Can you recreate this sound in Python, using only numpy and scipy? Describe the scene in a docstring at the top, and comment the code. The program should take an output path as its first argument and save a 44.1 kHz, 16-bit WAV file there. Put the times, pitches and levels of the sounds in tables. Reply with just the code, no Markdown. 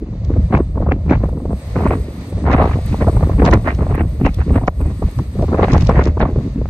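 """Storm wind buffets the two microphone ports of a hand-held camera: large eddies thump in the bass as
slowly and suddenly swelling noise, small ones tear past as rough bands of noise modulated by shed puffs.
Single eddies pop as short wavelets that fall in pitch, and brief noise bursts crackle over the gusts.
Between gusts come a far howl of narrow-band noise, rain hiss, patter and spray; drops tick on the housing.
The camera sums the bass to mono, rounds it, limits the peaks and cuts the top."""
import sys
import numpy as np
from scipy import signal
from scipy.fft import rfft, irfft, next_fast_len
from scipy.io import wavfile
from scipy.ndimage import uniform_filter1d, minimum_filter1d

SR = 44100
rng = np.random.default_rng(int(sys.argv[2]) if len(sys.argv) > 2 else 0)


def dump(signal):
    """Clip the signal to [-1, 1] and save it as 16-bit WAV at the path in sys.argv[1]."""
    limited = np.clip(np.atleast_2d(signal).T, -1, 1)
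    pcm = np.round(limited * 32767).astype(np.int16)
    wavfile.write(sys.argv[1], SR, pcm)


N = 295029  # samples, 6.69 s

# Slow swell of the large eddies rocking the membranes: time_s, level_db
RUMBLE_SWELL = [(0.0, -34), (0.15, -25.5), (0.3, -14), (0.37, -15), (0.95, -22), (1.2, -14.5),
                (1.58, -33.5), (1.9, -13.5), (2.14, -34), (2.3, -30), (2.53, -12.5), (2.96, -23),
                (3.39, -11), (3.58, -19), (4.75, -25.5), (4.81, -13), (5.0, -30), (5.33, -28), (5.4, -11.5),
                (5.55, -18.5), (5.87, -11.5), (6.18, -18.5), (6.5, -22.5), (6.69, -18.5)]
# Single large eddies that thump: peak_time_s, level_db
THUMPS = [(0.034, -21), (0.071, -27), (0.114, -18), (0.341, -12), (0.388, -7), (0.443, -9), (0.558, -8.5),
          (0.62, -14.5), (0.693, -18.5), (0.764, -14), (0.815, -11), (0.889, -7.5), (0.941, -13),
          (1.073, -8.5), (1.169, -7), (1.256, -12), (1.337, -16.5), (1.469, -16.5), (1.539, -13),
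          (1.684, -19), (1.731, -18.0), (1.774, -9.5), (1.812, -16.5), (1.897, -11.5), (2.012, -15),
          (2.056, -23.5), (2.102, -23.5), (2.191, -20.5), (2.351, -13), (2.472, -8.5), (2.557, -15),
          (2.612, -8), (2.7, -15), (2.749, -10.5), (2.858, -13), (2.915, -8), (2.983, -15.5),
          (3.031, -12.5), (3.076, -4.5), (3.167, -3.5), (3.24, -5.5), (3.289, -13.5), (3.357, -8),
          (3.425, -4), (3.519, -3.5), (3.557, -5.5), (3.64, -16), (3.752, -14), (3.824, -9.5),
          (3.903, -10.5), (3.939, -9.5), (4.016, -9), (4.067, -10.0), (4.113, -12.5), (4.191, -15.5),
          (4.26, -8.5), (4.308, -15), (4.397, -7.0), (4.515, -5.5), (4.571, -8.5), (4.64, -15),
          (4.695, -16.5), (4.859, -11.5), (4.919, -15), (4.968, -18), (5.055, -8.5), (5.19, -10),
          (5.285, -18.5), (5.451, -13), (5.498, -15), (5.621, -7), (5.754, 0), (5.828, -4), (5.889, -16),
          (5.981, -2.5), (6.088, -7.0), (6.234, -11), (6.33, -14.5), (6.375, -9.5), (6.467, -18),
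          (6.607, -12)]
# Relative spectrum of the rocking: frequency_hz, density_db (per Hz)
RUMBLE_SPECTRUM = [(15, -46), (26, -13), (48, -1.5), (70, 3), (200, -15), (260, -41), (440, -120)]
# Buffets that sweep the ports: peak_time_s, hold_s, small_eddies_db, middling_eddies_db, brightness_db
BUFFETS = [(0.008, 0.013, -64, -17.5, -3.5), (0.306, 0.07, -41, -11.5, -11), (0.533, 0.038, -17, -5, -11),
           (0.59, 0.0077, -22, -11.5, -15.5), (0.76, 0.13, -36.5, -19, -17),
           (0.9, 0.031, -36.5, -15.5, -2.5), (1.104, 0.037, -18, -9.5, -9),
           (1.227, 0.016, -29, -17.5, -15.5), (1.332, 0.091, -52, -13.5, -23),
           (1.515, 0.0056, -28, -15, -30), (1.775, .07, -35, -16, -4), (1.846, 0.1, -32, -13.5, -1),
           (2.388, 0.12, -62, -16.5, 1), (2.467, 0.033, -19.5, -14.5, -9.5),
           (2.518, 0.019, -7.5, -7, -10.5), (2.564, 0.036, -21, -26, -9.5),
           (2.611, 0.048, -16.5, -14.5, -9.5), (2.649, 0.033, -24.5, -25, -0.5),
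           (2.719, 0.02, -36, -17, -1), (2.772, 0.015, -30, -16, -29), (2.927, 0.0071, -41, -18, 1),
           (3.019, 0.0049, -19, -10, -15), (3.069, 0.013, -10.5, -10.5, -38),
           (3.158, 0.008, -24.5, -13, -14), (3.205, 0.048, -30, -19, -13), (3.289, 0.047, -31, -21, -9),
           (3.396, 0.011, -28, -7, -5.5), (3.419, 0.03, -21, -7, -16), (3.465, 0.02, -14, -11.5, -6),
           (3.498, 0.012, -17, -2.5, -22), (3.53, 0.0085, -8, -4, -13.5), (3.66, 0.046, -18, -13.5, -9),
           (3.808, 0.032, -27, -11.5, -10.5), (3.899, 0.02, -24.5, -14.5, -12),
           (3.94, 0.08, -34, -32, -1.5), (4.007, 0.036, -34, -12.5, -15), (4.212, 0.01, -37, -14.5, -6),
           (4.259, 0.0021, -22, -11, -1), (4.388, 0.04, -42.5, -34, 0), (4.477, 0.085, -43.5, -12.5, -4),
           (4.543, 0.034, -22, -17, -8.5), (4.632, 0.0079, -24, -13, -21), (4.65, 0.025, -31, -20, -48),
           (4.801, 0.1, -40, -20.5, -11.5), (5.029, 0.024, -40, -18, -7), (5.061, .01, -38, -29, -7),
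           (5.185, 0.018, -45, -16, -25), (5.344, 0.011, -55, -20, -35), (5.397, 0.036, -18, -6, -37),
           (5.486, 0.078, -28.5, -11, -15), (5.579, 0.028, -16.5, -11.5, -17), (5.63, 0.014, -13, -13, -8),
           (5.679, 0.064, -30, -10.5, -2), (5.743, 0.025, -16.5, -13.5, -9.5),
           (5.796, 0.026, -32.5, -13, -4), (5.892, 0.023, -18, -13, -10.5), (5.957, 0.065, -20, -12.5, -9),
           (6.053, 0.026, -27.5, -13, -8), (6.214, 0.0091, -15, -13, -7.5), (6.239, 0.033, -21, -10.5, -18),
           (6.277, 0.035, -35, -15, -14), (6.382, 0.077, -49, -12, -10), (6.573, 0.054, -54, -15.5, -2.5)]
# Bands the eddies fill: low_hz, high_hz, level_db, small_eddy_share (ratio), brightness_share (ratio)
EDDY_BANDS = [(123, 298, -3, 0.03, 0.18), (309.6, 475, -8.5, 0.23, 0.26), (525, 744, -4, 0.93, 0.036),
              (720, 1193, -4, 0.86, 0.33), (1174, 2150, -4, 0.94, 1.01), (2085, 2825, -14.5, 0.82, 1.24),
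              (2850, 4230, -20, 1.27, 1.06)]
# The far scene between gusts: time_s, howl_db, rain_hiss_db, patter_db, fine_spray_db
FAR_LEVELS = [(0.0, -50.5, -60, -81, -94), (0.24, -44, -53.5, -78, -95), (0.45, -41, -51.5, -66, -73),
              (0.61, -54, -54.5, -66.5, -73), (0.91, -37, -57, -72.5, -84), (1.2, -47, -54, -72, -78),
              (1.25, -44, -54.5, -66, -68), (1.52, -40, -53.5, -61.5, -68), (1.58, -43, -47.5, -58, -60),
              (1.81, -36, -46.5, -56, -60.5), (2.25, -45, -48, -59, -62), (2.4, -36.5, -47, -60, -71),
              (2.59, -42, -54, -63, -64.5), (2.89, -40, -44, -57, -62), (3.33, -37.5, -46.5, -55.5, -61.5),
              (3.8, -40, -49.5, -61.5, -67), (4.19, -46, -48.5, -60, -63), (4.43, -48, -48.5, -61, -69),
              (4.55, -52, -48, -55, -64), (4.72, -44, -58, -68, -70), (4.81, -51, -51, -57.5, -67),
              (5.14, -50, -47.5, -58, -60.5), (5.4, -51, -48, -59.5, -65), (5.57, -43, -47, -63, -68),
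              (5.81, -44, -45.5, -63.5, -67), (5.96, -24.5, -49, -61, -75), (6.15, -41.5, -53.5, -73, -79),
              (6.43, -41.5, -49.5, -68, -71.5), (6.69, -58, -50, -73, -75)]
# Relative spectrum of the rain hiss: frequency_hz, density_db (per Hz)
RAIN_SPECTRUM = [(470, -50), (800, 8.5), (1190, 10), (1610, -1.5), (1780, 6.5), (2090, 5), (3200, -3.5),
                 (3600, 0.5), (4600, 0), (5600, -8), (6600, -4), (7300, -15), (7900, -10), (9880, -32.5),
                 (16700, -120)]
# Relative spectrum of the fine spray: frequency_hz, density_db (per Hz)
SPRAY_SPECTRUM = [(5410, -33), (9200, -11), (10200, -4), (11100, -2), (12200, -2), (13900, -7.5),
                  (14400, -8), (15500, -18.5)]
# Loudest spikes that tear out of the strongest gusts: start_s, level_db
LOUD_SPIKES = [(0.2466, -34.5), (0.549, -42), (0.562, -39), (0.576, -38), (0.913, -53), (0.92, -37),
               (1.098, -39), (1.105, -35.5), (1.122, -40), (1.905, -45), (1.932, -47), (2.512, -33),
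               (2.525, -34), (2.53, -28), (2.632, -38), (2.643, -39), (2.655, -36), (2.674, -43),
               (3.45, -19.5), (3.459, -21), (3.472, -30), (3.484, -41), (3.51, -24), (3.535, -15.5),
               (3.547, -40), (3.676, -40), (3.69, -37), (3.747, -33), (4.257, -32), (4.262, -29),
               (4.342, -30), (4.676, -24.5), (5.186, -33.5), (5.4207, -33), (5.628, -47), (5.641, -43),
               (5.682, -38), (5.718, -23), (5.732, -19.5), (5.7444, -31), (5.7, -32), (5.765, -41),
               (5.777, -26), (5.807, -23), (5.819, -23), (5.8481, -30), (5.868, -20.5), (5.892, -27.5),
               (5.994, -38), (6.017, -40), (6.0377, -23.5), (6.053, -24.5), (6.0694, -31), (6.077, -32),
               (6.196, -36), (6.205, -44), (6.222, -48)]
# Single eddies that pop on a port: start_s, level_db, pitch_hz (nominal, the pitch falls through it),
# treble_db (re level), port_balance (no unit, positive is left), wake_db (re level)
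POPS = [(0.302, -8.5, 435, -49, 2, -22), (0.362, -13.5, 533, -45, 2, -6), (0.532, -9.5, 650, -30, 9, -11),
        (0.549, -10, 483, -4, -4, 1), (0.57, -19, 527, -5, -7, -1), (0.603, -3.5, 390, -33, -1, -19),
        (0.771, -15.5, 496, -35, 0, 2), (0.803, -10, 525, -43, 0, -18), (0.821, -13, 540, -40, 0, -4),
        (0.863, -16.5, 665, -22, -1, 3.5), (0.887, -11.5, 480, -26, -1, 1),
        (0.912, -12.5, 580, -11, -6, 4.5), (0.919, -7.5, 506, -4, -5, -12), (1.061, -20, 455, -23, 1, -10),
        (1.096, -23.5, 604, 6, 1, -8), (1.109, 3, 416, -21.5, -2, -13), (1.122, -7.5, 610, -24, 6, 2),
        (1.204, -22, 460, -19, 2, -7), (1.236, -6, 583, -32, 2, -9), (1.286, -15.5, 467, -34, 0.0, -6),
        (1.328, -19, 490, -36, 0, -13), (1.369, -18, 444, -40, -2, -7), (1.401, -24, 680, -29, -2, -7),
        (1.453, -12, 540, -53, 6, -10), (1.507, -12.5, 476, -33, 0.0, -12),
        (1.529, -12.5, 567, -26, 0, -17), (1.757, -12.5, 570, -13, 4, 0.5), (1.763, -8, 430, -19, -3, -7),
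        (1.788, -14, 430, -24, 2, -4), (1.805, -11.5, 794, -26, -3, 0), (1.818, -20, 700, -21, 2, 0),
        (1.832, -19.5, 600, -14, -3, 9), (1.86, -15.5, 430, -11, -4, 13.5), (1.873, -18, 500, 1, 0, -6),
        (1.907, -8.5, 444, -7, -2, 2), (1.932, -12, 520, -12, 5, 5), (2.083, -19, 408, -40, -2, -29),
        (2.324, -18, 510, -20, 2, -9), (2.38, -19.5, 553, -31, 5, -6), (2.472, -10, 764, -34, -3, 1),
        (2.481, -7, 780, -29, 0, -1), (2.497, -9, 471, -26, 1, 2), (2.508, -16, 480, -23, -0.5, -12),
        (2.527, -9, 503, -18, 4, -14), (2.544, -2.5, 455, -29, 16, -4), (2.589, -8.5, 464, -27, 5, 0),
        (2.615, -3.5, 760, -39, -5, -18), (2.655, -10, 507, -14, -3, 0), (2.675, -12, 452, -17, -6, -11),
        (2.69, -23, 430, -11, 0, -13), (2.713, -18.5, 865, -3, -5, 6), (2.755, -13.5, 474, -33, 2, -2.5),
        (2.787, -14.5, 600, -39, 2, -10), (2.943, -10, 840, -38, 1, -6), (3.007, -15.5, 477, -24, 4, 5),
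        (3.019, -12, 471, -28, -1, 0), (3.071, -3, 530, -37, -1, -4), (3.094, -7.5, 431, -34, -4, -12),
        (3.126, -16, 460, -35, -4, -9), (3.165, -14, 630, -25, -9, 4), (3.228, -6.5, 533, -26, -5, -1),
        (3.27, -12, 430, -30, -3, -11), (3.295, -10.5, 610, -34, -6, -4), (3.419, -0.5, 477, -21, 2, -1),
        (3.44, -10, 425, -27, 0, 4), (3.462, -8, 443, -9, -1, -11), (3.476, -9, 500, -25, 2, -2),
        (3.487, -8.5, 503, -10, 8, -1), (3.533, 7, 415, -7, 3, -14), (3.544, -2, 500, -18, 8, -13),
        (3.567, -27, 600, -20, 0, -6), (3.662, -12, 450, -12, 9, -9), (3.788, -17.5, 430, -15, -2, 0),
        (3.822, -10, 490, -24, -1, -3), (3.866, -11.5, 700, -31, 6, -8), (3.907, -15.5, 446, -25, 1, -2),
        (3.949, -11, 920, -27, 0, -22), (3.978, -12, 416, -13, 0, -1), (4.006, -9.5, 666, -23, -1, -3),
        (4.2, -19.5, 594, -30, 0, -16), (4.213, -13, 438, -35, -2, -15), (4.243, -26, 495, -27, -2, -11),
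        (4.264, -7.5, 461, 0.5, -7, 2), (4.386, -22, 422, -9, -1, 2), (4.415, -26, 810, 0, 2, -9),
        (4.478, -13.5, 437, -40, 0, -18), (4.504, -13, 575, -35, 8, -2), (4.557, -4, 425, -17, -1, -19),
        (4.577, -13.5, 580, -20, -1, 0), (4.611, -23, 495, -9, -2, 3), (4.676, -11.5, 910, -13, 7, -7),
        (4.68, 4, 710, -16, 13, -14), (4.804, -17.5, 523, -24, 0.0, -6), (4.813, -32, 500, 6, 2, -8),
        (4.855, -24, 522, -30, 2, -9), (4.91, -25, 600, -20, 0, -2), (5.02, -9, 442, -51, 6, -5),
        (5.085, -25, 594, -23, 0, -8), (5.188, -17, 483, -13, -3, 7), (5.353, -16, 430, -45, 0, -20),
        (5.388, -18, 444, -23, 0.0, -13), (5.425, -6.5, 550, -41, 3, -19), (5.439, -12, 433, -35, 3, -9),
        (5.482, -18, 427, -18, -2, 0), (5.525, -6.5, 465, -37, 11, 2), (5.544, -4, 510, -22, -2, -3),
        (5.572, -22, 610, -26, 7, -10), (5.592, -2, 479, -32, 4, 2), (5.61, -12, 490, -15, -4, 1),
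        (5.628, -5, 570, -23, 10, 6.5), (5.645, -7, 500, -23, 1, -10), (5.682, -12, 760, -7, -6, -3),
        (5.743, -6.5, 660, -31, -3, 4), (5.763, -6, 754, -35, -2, -12), (5.891, 3.5, 572, -41, -2, -5),
        (5.909, -4, 810, -24, 3, -24), (5.965, -11.5, 680, -35, -8, 2), (5.992, 3, 494, -21, 2, -4.5),
        (6.017, -16, 596, -17, 0, -12), (6.062, -8, 480, -31, 3, -5), (6.17, -13, 430, -30, -3, 2),
        (6.203, -8.5, 644, -8, 2, 3), (6.224, -4.5, 680, -24, 0.5, 1.5), (6.235, -9, 593, -21, 0, -3),
        (6.289, -15, 554, -28, -1, -9), (6.359, -10.5, 480, -29, -1, -12), (6.384, -16.5, 516, -32, 1, -9),
        (6.614, -13, 513, -33, -1, -11), (6.656, -17, 950, -16, 0, -6)]
# Drops that tick on the housing: start_s, level_db
DROPS = [(1.2381, -42), (1.2865, -45), (2.2967, -42), (2.859, -29), (3.5333, -27), (3.6237, -43),
         (3.9497, -32.5), (4.1994, -45), (4.3425, -33), (4.8105, -36), (5.0225, -45), (5.1103, -36)]

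THUMP_RISE_DB_S, THUMP_FALL_DB_S = 399, 335.5
RUMBLE_EVEN, RUMBLE_EVEN_MS = .6, 45  # how evenly the membranes rock from cycle to cycle
SMALL_RISE_DB_S, SMALL_FALL_DB_S, SMALL_CALM_DB = 898, 602, -59
MIDDLING_RISE_DB_S, MIDDLING_FALL_DB_S, MIDDLING_CALM_DB = 549.5, 348, -29
SHED_PER_S, SHED_MS = 90, 6
BETWEEN_PUFFS = .42  # steady turbulent hiss, against puffs of rms 1
TREBLE_SMOOTHING = .5  # the bright bands roar on between shed puffs
HOWL_HZ, HOWL_WIDTH_HZ = 550, 220
SPIKE_MS, FAINT_SPIKES_PER_S = 5.8, 110
FAINT_SPIKE_DB = -40  # weakest faint spike, re small eddies plus brightness
RASP_DB, RASP_MS = -10.5, 20  # a softer rasp wraps each loud spike
POP_CYCLES, POP_BASS_DB = 2.99, -4  # mean cycles of a pop; bass re pop level
POP_EDGE_DB, POP_EDGE_SHARE = -0.5, 0.53  # the crack near 1 kHz, and how far it follows the treble
TEAR_MS, WAKE_MS = 5.1, 11.4
DROP_MS = 6.2
DRIFT, DRIFT_PER_S = 0.65, 4.1  # how far and how often the sound drifts at random between left and right
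MONO_BELOW_HZ, TOP_HZ = 1170, 15600


def undb(db):
    """Decibel law: amplitude gain of a level in dB."""
    return 10 ** (np.asarray(db) / 20)


def unit(x):
    """Normalisation of power: scale to rms 1."""
    return x / np.sqrt(np.mean(x ** 2))


def curves(table):
    """Linear interpolation: each column after time_s, one value per sample."""
    s, *columns = np.transpose(table)
    return [np.interp(np.arange(N) / SR, s, column) for column in columns]


def noise():
    """Statistical independence: two noises, for what the ports share and what differs between them."""
    return rng.standard_normal((2, N))


def band(x, lo_hz, hi_hz, order=2):
    """Band-pass filtering: keep the energy between two frequencies."""
    return signal.sosfilt(signal.butter(order, [lo_hz, hi_hz], "bandpass", fs=SR, output="sos"), x)


def colour(x, spectrum):
    """Spectral shaping: weight a noise by (Hz, dB) points, to rms 1."""
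    hz, db = np.transpose(spectrum)
    size = next_fast_len(N)
    bin_hz = np.arange(size // 2 + 1) * SR / size
    # interpolate on a log frequency axis; + 1 keeps 0 Hz finite
    gain = undb(np.interp(np.log(bin_hz + 1), np.log(hz), db, left=-90, right=-90))
    return unit(irfft(rfft(x, size) * gain, size)[..., :N])


def walk(rate):
    """Slow random modulation: levels held 1 / rate s, slewed twice, to rms 1."""
    hold = max(int(SR / rate), 1)
    steps = np.repeat(rng.standard_normal(N // hold + 1), hold)
    return unit(uniform_filter1d(uniform_filter1d(steps, hold), hold)[:N])


def swells(s, hold_s, db, rise_db_s, fall_db_s, calm_db):
    """Exponential growth and decay: level in dB of the strongest event over a calm, and which one leads."""
    step = 32  # samples
    t = np.arange(0, N + step, step) / SR - s[:, None]
    rise = rise_db_s * np.minimum(t, 0)
    fall = fall_db_s * np.maximum(t - hold_s[:, None], 0)
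    each = db[:, None] + rise - fall
    top = np.repeat(each.max(axis=0), step)[:N]
    leader = np.repeat(each.argmax(axis=0), step)[:N]
    return np.maximum(uniform_filter1d(top, step), calm_db), leader


def bursts(table, ms, lo_hz, hi_hz):
    """Amplitude modulation: band noise under half-sine envelopes of (start_s, level_db)."""
    envelope, x = np.zeros(N + SR), np.linspace(0, 1, int(ms * SR / 1000))
    for s, db in table:
        i = int(s * SR)
        # noise peaks near three times its rms
        envelope[i:i + len(x)] += undb(db) / 3 * np.sin(np.pi * x)
    hiss = unit(band(noise(), lo_hz, hi_hz))
    return band(envelope[:N] * hiss, lo_hz, hi_hz, order=4)


def rumble():
    """Turbulent pressure on a membrane: large eddies rock it as bass noise that thumps for a few cycles."""
    s, db = np.transpose(THUMPS)
    calm_db = curves(RUMBLE_SWELL)[0]
    level_db, _ = swells(s, 0 * s, db, THUMP_RISE_DB_S, THUMP_FALL_DB_S, calm_db)
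    rocking = colour(noise(), RUMBLE_SPECTRUM)
    half = RUMBLE_EVEN_MS * SR // 2000
    swing = uniform_filter1d(uniform_filter1d(rocking ** 2, half), half)
    # dividing by part of its own swing evens the rocking
    return undb(level_db) * unit(rocking / (swing + .05) ** (RUMBLE_EVEN / 2))


def buffets():
    """Gust envelopes: levels of small and middling eddies, and the brightness of the leading buffet."""
    s, hold_s, small_db, middling_db, bright_db = np.transpose(BUFFETS)
    small_db, leader = swells(s, hold_s, small_db, SMALL_RISE_DB_S, SMALL_FALL_DB_S, SMALL_CALM_DB)
    middling_db, _ = swells(s, hold_s, middling_db,
                            MIDDLING_RISE_DB_S, MIDDLING_FALL_DB_S, MIDDLING_CALM_DB)
    return small_db, middling_db, uniform_filter1d(bright_db[leader], size=600)


def shedding():
    """Vortex shedding: brief puffs of scattered size at uneven, gamma-distributed intervals."""
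    count = int(SHED_PER_S * N / SR)
    when = np.cumsum(rng.gamma(3, 1 / 3, count)) * SR / SHED_PER_S
    starts = np.zeros(N)
    starts[(when % N).astype(int)] = undb(3.5 * rng.standard_normal(count))
    return unit(signal.fftconvolve(starts, np.hanning(SHED_MS * SR // 1000))[:N])


def eddies():
    """Modulated turbulence: bands of noise swell together with the shed puffs, and each flutters alone."""
    small_db, middling_db, bright_db = buffets()
    passing = (shedding() + BETWEEN_PUFFS) * undb(2.2 * walk(30))
    out = 0
    for lo_hz, hi_hz, db, small, bright in EDDY_BANDS:
        puffs = passing ** (1 - TREBLE_SMOOTHING * bright)
        flutter_db = 1.8 * walk(60) + 2.5 * bright * walk(25)
        pressure = noise() * puffs * undb(flutter_db)
        level_db = db + (1 - small) * middling_db + small * small_db + bright * bright_db
        out = out + unit(band(pressure, lo_hz, hi_hz, order=3)) * undb(level_db)
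    return out


def far():
    """Filtered noise: howl round far corners, rain on leaves, patter ringing the port cavity, fine spray."""
    howl_db, rain_db, patter_db, spray_db = curves(FAR_LEVELS)
    # patter and spray come in quick sheets
    sheets_db = .5 * walk(7) + .7 * walk(25) + 1.3 * walk(55)
    howl = unit(band(noise(), HOWL_HZ - HOWL_WIDTH_HZ / 2, HOWL_HZ + HOWL_WIDTH_HZ / 2))
    rain = colour(noise() * undb(1.2 * walk(20) + .8 * walk(6)), RAIN_SPECTRUM)
    patter_flutter_db = .8 * walk(22) + 1.8 * walk(80) + 1.5 * walk(300)
    patter = unit(band(noise() * undb(patter_flutter_db), 7900, 8900))
    patter = patter * np.array([[1], [.3]])  # mostly shared by the ports
    spray = colour(noise() * undb(1.1 * walk(25) + 1.5 * walk(300)), SPRAY_SPECTRUM)
    fine = (patter * undb(patter_db) + spray * undb(spray_db)) * undb(sheets_db)
    return howl * undb(howl_db) + rain * undb(rain_db) + fine


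def crackle():
    """Intermittency of turbulence: loud spikes wrapped in rasp, and faint ones that follow the buffets."""
    when, size = rng.random((int(FAINT_SPIKES_PER_S * N / SR), 2)).T
    small_db, _, bright_db = buffets()
    i = (when * N).astype(int)
    faint = zip(i / SR, small_db[i] + bright_db[i] + FAINT_SPIKE_DB + 12 * size)
    # the rasp starts 9 ms before its spike
    rasp = bursts([(s - .009, db + RASP_DB) for s, db in LOUD_SPIKES], RASP_MS, 1900, 6600)
    return rasp + bursts([*LOUD_SPIKES, *faint], SPIKE_MS, 1900, 6900)


def wavelet(hz, cycles, phase):
    """Dispersion: a few cycles fall in pitch, as the camera's processing delays lows behind highs."""
    length = cycles / hz * SR
    x = np.arange(int(length)) / length
    envelope = np.sin(np.pi * x ** 1.155) ** 2
    return envelope * np.sin(2 * np.pi * cycles * (1.429 * x - 0.55 * x ** 2) + phase)


def pops():
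    """Transient pulses: bass, tear and edge start within 2 ms, just ahead of the puff; a noisy wake is added."""
    out = np.zeros((2, N + SR))
    chance = rng.random((len(POPS), 8))
    for (s, db, hz, treble_db, port_balance, _), c in zip(POPS, chance):
        cycles = POP_CYCLES * (.8 + .4 * c[5])
        edge_db = POP_EDGE_DB + POP_EDGE_SHARE * treble_db
        # each part: pitch in Hz, gain in dB, cycles, start offset in s
        parts = ((hz, 0, cycles, 0),
                 (950 + 450 * c[6], edge_db, cycles, -.0005),
                 (200 + 160 * c[1], POP_BASS_DB, 0.69 * cycles, -.002))
        for (part_hz, gain_db, turns, offset_s), phase in zip(parts, 2 * np.pi * c[[2, 7, 4]]):
            i = int((s + offset_s) * SR)
            puff = undb(db + gain_db) * wavelet(part_hz, turns, phase)
            # the differing part makes most pops strike one port harder than the other
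            out[0, i:i + len(puff)] += puff
            out[1, i:i + len(puff)] += puff * np.tanh(port_balance / 4)
    wakes = [(s, db + wake_db) for s, db, *_, wake_db in POPS]
    tears = [(s - .0015, db + treble_db) for s, db, _, treble_db, *_ in POPS]
    shared, differing = bursts(tears, TEAR_MS, 1310, 2730)
    balance = np.tanh(curves([(p[0], p[4]) for p in POPS])[0] / 4)
    tear = np.array([shared, balance * shared + 0.52 * differing])
    return out[:, :N] + tear + bursts(wakes, WAKE_MS, 233, 1185)


def drops():
    """Impact noise: brief bright bursts as drops tick on the housing."""
    return bursts(DROPS, DROP_MS, 7400, 14000)


def scene():
    """Sum and difference of two channels: the sound drifts at random between left and right."""
    shared, differing = rumble() + eddies() + far() + crackle() + pops() + drops()
    drift = DRIFT * np.tanh(walk(DRIFT_PER_S))
    differing = drift * shared + np.sqrt(1 - drift ** 2) * differing
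    return np.array([shared + differing, shared - differing])


def record(dry):
    """Nonlinear gain and filtering: bass to mono and rounded, peaks limited, top cut."""
    mid, side = (dry[0] + dry[1]) / 2, (dry[0] - dry[1]) / 2
    side = signal.sosfilt(signal.butter(6, MONO_BELOW_HZ, "highpass", fs=SR, output="sos"), side)
    bass = signal.sosfiltfilt(signal.butter(2, 1200, fs=SR, output="sos"), mid)
    rounded = bass / (1 + np.abs(bass / .95) ** 4) ** .25
    mid = mid - bass + rounded
    both = np.array([mid + side, mid - side])
    # a quick limiter looks a millisecond ahead and turns both channels down together
    peak = np.abs(both).max(axis=0)
    room = minimum_filter1d(np.minimum(1, .97 / (peak + 1e-9)), size=97)
    both = both * uniform_filter1d(room, size=49)
    return signal.sosfilt(signal.ellip(10, .2, 80, TOP_HZ, fs=SR, output="sos"), both)


dry = scene()
out = record(dry)
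dump(out)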